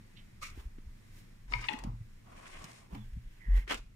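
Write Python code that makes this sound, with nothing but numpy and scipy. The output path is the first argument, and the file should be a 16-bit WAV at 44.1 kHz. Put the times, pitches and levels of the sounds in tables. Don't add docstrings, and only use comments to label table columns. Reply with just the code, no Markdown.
import sys
import numpy as np
from scipy import signal
from scipy.fft import rfft, irfft
from scipy.io import wavfile
from scipy.ndimage import uniform_filter1d

SR = 44100
rng = np.random.default_rng(int(sys.argv[2]) if len(sys.argv) > 2 else 0)


def int16_out(signal):
    q = np.round(np.clip(np.atleast_2d(signal).T, -1, 1) * 32767)
    wavfile.write(sys.argv[1], SR, q.astype(np.int16))


N = 174195
LATCH_LAG = 27.2
GRAIN_HZ = 220

# pitch_hz, level_db (relative), t60_s (time to fade by 60 dB)
LEVER_MODES = [(974, -5, .05), (1260, -6, .045), (2169, 0, .022), (2480, -4, .016), (2830, -7, .02),
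               (3774, -7, .008), (4646, -10, .008), (5330, -21, .06)]


def undb(db):
    return 10 ** (np.asarray(db) / 20)


def unit(x):
    return x / np.sqrt(np.mean(x ** 2))


def curve(points, at):
    p = np.array(points, float)
    return np.interp(np.log(at + 1), np.log(p[:, 0] + 1), p[:, 1])


def ports(x, lag):
    turn = np.exp(-1j * np.pi * np.arange(N // 2 + 1) / N * lag)
    return irfft(rfft(x) * np.array([turn, 1 / turn]), N)


def diffuse(gain):
    port_lags = (-33, 30, -26, 24, -40, 34.5, -6.5, 15)
    hz = np.arange(N // 2 + 1) * SR / N
    noise = sum(ports(rng.standard_normal(N), lag) for lag in port_lags)
    return unit(irfft(rfft(noise) * gain(hz), N))


def peaks(table):
    def gain(f):
        power = 0
        for hz, width_hz, db in table:
            off_pitch = (f * f - hz * hz) / (f * width_hz + 1)
            power = power + undb(2 * db) / (1 + off_pitch ** 2) ** 2
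        return np.sqrt(power)
    return gain


def walk(rate):
    k = int(SR / rate)
    steps = np.repeat(rng.standard_normal(N // k + 1), k)
    return unit(uniform_filter1d(uniform_filter1d(steps, k), k)[:N])


def ring(modes):
    t = np.arange(SR // 2) / SR
    out = 0
    for k, (hz, db, t60) in enumerate(modes):
        out = out + (-1) ** k * undb(db - 60 * t / max(t60, .005)) * np.sin(2 * np.pi * hz * t)
    return out


def pan(pan_db):
    return undb(np.array([[pan_db], [-pan_db]]) / 2)


def add(out, x, s, pan_db):
    i = int(s * SR)
    x = x[..., :N - i]
    out[:, i:i + x.shape[-1]] += x * pan(pan_db)


def hall():
    # (relative, per Hz)
    hall_colour = [(13, -16), (25, -1.5), (46, -29.5), (72, -18.5), (121, -14), (142, -25.5), (203, -20),
                   (246, -28.5), (462, -37), (620, -40), (1500, -42.5), (2000, -37.5), (2900, -46),
                   (9000, -51.5), (15500, -59.5)]

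    def band(lo, hi):
        return diffuse(lambda f: undb(curve(hall_colour, f)) * (f >= lo) * (f < hi))

    heave_db, breathe_db = 3 * walk(14), 1.6 * walk(3)
    bass = undb(-53 + heave_db) * band(0, 90)
    air = undb(-60 + breathe_db) * band(98, 24000)
    hum = undb(-75.5) * diffuse(peaks([(117.9, 8.1, 0)]))
    return bass + air + hum


def rub(t, rows, colour, pan_db, grain_db):
    rows, grain, out = np.array(rows), walk(GRAIN_HZ), 0
    for col, (lo, hi) in enumerate(((150, 1500), (1500, 3500), (3500, 20000))):
        flicker_db = grain_db * (grain + walk(GRAIN_HZ / 2))
        db = np.interp(t, rows[:, 0], rows[:, col + 1], -120, -120) + flicker_db
        out = out + undb(db) * diffuse(lambda f: undb(curve(colour, f)) * (f >= lo) * (f < hi))
    return out * pan(pan_db)


def soft_rubs(t):
    # time_s, low_db (under 1500 Hz), middle_db (to 3500 Hz), treble_db
    levels = [(.5, -74, -74, -75), (.6, -61, -62, -66), (.7, -79, -82, -81), (1.1, -89, -79.5, -78),
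              (1.18, -73, -68, -63.5), (1.28, -111, -85, -83), (2.888, -70, -79, -78),
              (2.952, -50.5, -59, -66.5), (3.01, -67.5, -69.5, -73), (3.2, -96, -75, -77),
              (3.5, -65.5, -69, -75.5), (3.576, -55, -54, -58.5), (3.65, -72, -67.5, -73)]
    # (relative, per Hz)
    colour = [(180, -25), (300, -6.5), (631, -15.5), (892, -9), (1330, -20), (3500, -28), (9000, -32.5),
              (15500, -35.5)]
    return rub(t, levels, colour, pan_db=-2.5, grain_db=-1.0)


def scuff(t):
    # time_s, low_db, middle_db, treble_db (bands as for soft rubs)
    levels = [(0.404, -89, -94, -86), (0.421, -48, -54, -50), (0.433, -45.5, -44, -47.5),
              (0.447, -55.5, -47, -50.5), (.5, -62, -59, -60.5), (.56, -70, -67.5, -82)]
    # (relative, per Hz)
    colour = [(350, -25), (600, -13.5), (786, -24), (1240, 2), (1630, -19.5), (2170, -5), (3120, -18),
              (6380, -19), (15500, -36)]
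    return rub(t, levels, colour, pan_db=0.0, grain_db=1.0)


def lever_slide(t):
    # time_s, low_db, middle_db, treble_db (bands as for soft rubs)
    levels = [(1.48, -71, -68, -74), (1.52, -54, -62, -59.5), (1.555, -53.5, -51, -57.5),
              (1.669, -60, -55, -58.5), (1.71, -46.5, -51, -57), (1.82, -55.5, -76, -73),
              (1.88, -53.5, -81, -98), (1.98, -74, -99, -100)]
    # (relative, per Hz)
    colour = [(350, -2.5), (529, -10.5), (981, -1.5), (1370, -14), (2200, -15), (4290, -30.5), (5360, -28),
              (9330, -37), (15500, -55)]
    return rub(t, levels, colour, pan_db=0.5, grain_db=1.6)


def door_sweep(t):
    # time_s, low_db, middle_db, treble_db (bands as for soft rubs)
    levels = [(2.225, -93, -101, -95), (2.272, -58, -72, -79.5), (2.4, -58, -63, -66.5),
              (2.522, -58.5, -55, -61), (2.66, -54.5, -58.5, -63), (2.78, -64, -63.5, -62.5),
              (2.874, -70, -74, -79)]
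    # (relative, per Hz)
    colour = [(300, -4.5), (420, -10), (685, -2), (920, -8), (1100, 0.5), (1330, -10), (2170, -6.5),
              (3340, -14.5), (7620, -16.5), (9800, -18), (15500, -46)]
    return rub(t, levels, colour, pan_db=1.0, grain_db=1.5)


def brush(t):
    # time_s, low_db, middle_db, treble_db (bands as for soft rubs)
    levels = [(3.668, -60, -71, -80), (3.69, -56, -51, -56), (3.711, -37, -33.5, -39),
              (3.738, -42, -44.5, -47.5), (3.755, -47, -46, -51.5), (3.777, -56.5, -58.5, -62.5),
              (3.88, -83, -84, -89)]
    # (relative, per Hz)
    colour = [(120, -31), (200, -8.5), (827, -8.5), (2560, -12.5), (6960, -22), (15500, -39)]
    return rub(t, levels, colour, pan_db=-0.3, grain_db=2.0)


def squeak(t, rows, width_hz):
    s, hz, db = np.array(rows).T
    k = int(SR / width_hz)
    slow = uniform_filter1d(uniform_filter1d(rng.standard_normal((2, N)), k), k // 2)
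    phase = 2 * np.pi * np.cumsum(np.interp(t, s, hz)) / SR
    breath = unit(slow[0] * np.cos(phase) + slow[1] * np.sin(phase))
    y = breath * undb(np.interp(t, s, db, -120, -120))
    return ports(y, 16.2) * undb(np.array([[-4.], [5.]]))


def breathy_sounds(t):
    # time_s, centre_hz, level_db (before the left and right gains)
    shuffle = [(.155, 2910, -78), (0.174, 3190, -58), (0.261, 2390, -84)]
    chirp = [(2.97, 3550, -73), (3.015, 3430, -71.5), (3.05, 3300, -82)]
    thin_squeak = [(3.395, 2150, -73), (3.41, 2037, -59.5), (3.49, 1827, -60.5), (3.589, 1950, -52.5),
                   (3.665, 2020, -74)]
    return (squeak(t, shuffle, width_hz=1970) + squeak(t, chirp, width_hz=180)
            + squeak(t, thin_squeak, width_hz=420))


def thumps(t):
    # centre_s, peak_db, pitch_hz, length_ms (from the centre to 19 dB down)
    soft_thumps = [(0.577, -38, 218, 2.14), (0.591, -39, 50.4, 21), (0.665, -32, 44, 15),
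                   (0.786, -40, 220, 2.56), (0.877, -40.5, 58, 21), (1.548, -37.5, 43, 109),
                   (1.569, -37, 120.6, 23), (1.745, -36, 252, 9), (1.85, -29.5, 176, 3.7),
                   (1.875, -28.5, 155, 5.4), (1.888, -37.5, 42.7, 124), (1.896, -33.5, 125.4, 27),
                   (1.939, -35.5, 129, 4.4), (2.013, -37, 118, 10), (2.648, -40.5, 156, 9.6),
                   (2.934, -38, 55, 19), (2.936, -37, 183, 13), (2.962, -45.5, 278.5, 22),
                   (2.985, -43, 122, 39), (3.004, -44, 207.3, 60), (3.138, -32.5, 38, 12),
                   (3.172, -32, 127, 5.4), (3.173, -34, 60.5, 22.3), (3.27, -38, 31.3, 24),
                   (3.487, -36.5, 153, 6.6), (3.681, -47, 382, 6.3), (3.687, -40.5, 43.6, 44)]
    # pitch_hz, level_db (relative), t60_s
    board_modes = [(116, -9, .35), (215, -13, .2)]
    soft = 0
    for s, db, hz, ms in soft_thumps:
        envelope = undb(db - 19 * ((t - s) / (ms / 1000)) ** 2)
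        soft = soft + envelope * np.cos(2 * np.pi * (hz * (t - s) + rng.random()))
    after = signal.fftconvolve(soft, ring(board_modes))[:N] * 200 / SR

    rise_s, hold_s, fall_s = 0.076, 0.047, 0.034
    u = t - 3.4515
    swell = np.clip(np.minimum(u / rise_s, 1 - (u - rise_s - hold_s) / fall_s), 0, 1)
    tail = (u > rise_s) * undb(-6.5 - 60 * u / 0.89)
    boom_envelope = np.maximum(np.sin(swell * np.pi / 2) ** 2, tail)
    boom = undb(-18.5) * boom_envelope * np.sin(2 * np.pi * 43.8 * u)

    sway = undb(-29) * walk(25) * (soft + boom)
    return ports(soft + after, 18.6) + boom + sway * np.array([[1], [-1]])


def ticks():
    # start_s, level_db (4 dB is taken off), centre_hz, treble_db (4.5 dB is added)
    tick_rows = [(.597, -49.5, 1120, -21), (.783, -56, 1210, -28), (1.731, -39, 2590, -9.5),
                 (1.788, -43.5, 1710, -4), (1.837, -40, 770, -7.5), (2.456, -44.5, 1160, -21),
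                 (2.641, -43, 1200, -1), (2.714, -56, 1180, 4), (2.948, -42, 810, -15),
                 (3.677, -35.5, 1890, -20), (3.742, -36, 2520, -3)]
    # pitch_hz, width_hz, level_db (relative)
    bright_edge = [(5100, 5200, 19.5), (8140, 2400, 10.5)]
    out, t = np.zeros((2, N)), np.arange(SR // 10) / SR
    f = np.arange(len(t) // 2 + 1) * SR / len(t)
    for s, db, hz, treble_db in tick_rows:
        burst = rng.standard_normal((2, 2, len(t)))
        body_gain = peaks([(hz, hz * .4, 0), (2400, 2000, -10)])(f)
        body = unit(irfft(rfft(burst[0]) * body_gain, len(t)))
        edge = unit(irfft(rfft(burst[1]) * peaks(bright_edge)(f), len(t)))
        envelope = undb(db - 4.0 - 60 * t / 0.054) * np.minimum(t / 0.001, 1)
        edge_level = undb(treble_db + 4.5 - 60 * t / 0.078)
        add(out, envelope * (body + edge_level * edge), s, 0)
    return out


def grit(t):
    # time_s, level_db
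    grit_levels = [(1.535, -63), (1.56, -63), (1.65, -39.5), (1.685, -66)]
    contacts = rng.random(N) < 1500 / SR
    hits = contacts * undb(2.5 * rng.exponential(size=N)) * rng.standard_normal(N)
    y = unit(signal.fftconvolve(hits, ring(LEVER_MODES))[:N])
    return ports(y * undb(np.interp(t, *np.array(grit_levels).T, -120, -120)), LATCH_LAG)


def latch():
    # start_s, peak_db (before panning), left_over_right_db, swell_ms (sets how slowly it builds)
    lever_clacks = [(1.522, -32.5, 10, 0.65), (1.535, -18.5, 7, 1.6), (1.638, -32.5, 9, 3.1)]
    bolt_clacks = [(1.684, -21.5, 11.8, 2.48), (1.733, -32, 1.8, 2.37)]
    # pitch_hz, level_db (relative), t60_s
    bolt_modes = [(850, -11, .1), (895, -10, .06), (1830, -3, .018), (1910, 0, .022), (2724, -4, .014),
                  (3500, -10, .01), (4300, -13, .01)]
    out, t_ms = np.zeros((2, N)), np.arange(SR // 2) * 1000 / SR

    def top(y):
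        return y / abs(y).max()

    for rows, modes in ((lever_clacks, LEVER_MODES), (bolt_clacks, bolt_modes)):
        tones = ring(modes)
        for s, db, pan_db, ms in rows:
            rattle = rng.standard_normal(len(t_ms)) * (t_ms / ms) ** 2 * np.exp(-2 * t_ms / ms)
            rough = signal.fftconvolve(tones, rattle)[:len(t_ms)]
            late = int(2 * ms * SR / 1000)
            after = np.roll(tones, late) * (t_ms >= 2 * ms)
            before = np.roll(tones[::-1], late) * (t_ms < 2 * ms) * -(t_ms / ms / 2) ** 2
            clack = top(after + before) + undb(4) * top(rough)
            add(out, undb(db) * top(clack), s, pan_db)
    return np.array([ports(out[0], LATCH_LAG)[0], ports(out[1], LATCH_LAG)[1]])


def room(hits):
    k = np.arange(SR // 2) / SR
    echo = rng.standard_normal((2, len(k))) * undb(-60 * k / .3) * (k > .004)
    echo = signal.lfilter([.5], [1, -.55], echo)
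    echo = echo / np.sqrt(np.sum(echo ** 2) / 2)
    return undb(-12) * signal.fftconvolve(hits, echo, axes=1)[:, :N]


def scene():
    t = np.arange(N) / SR
    rubs = soft_rubs(t) + scuff(t) + lever_slide(t) + door_sweep(t) + brush(t)
    hits = ticks() + latch()
    return hall() + rubs + breathy_sounds(t) + thumps(t) + grit(t) + hits + room(hits)


def record(dry):
    dry = signal.sosfilt(signal.butter(2, 16, "high", fs=SR, output="sos"), dry)
    return signal.sosfilt(signal.ellip(10, .2, 80, 15550, fs=SR, output="sos"), dry)


dry = scene()
out = record(dry)
int16_out(out)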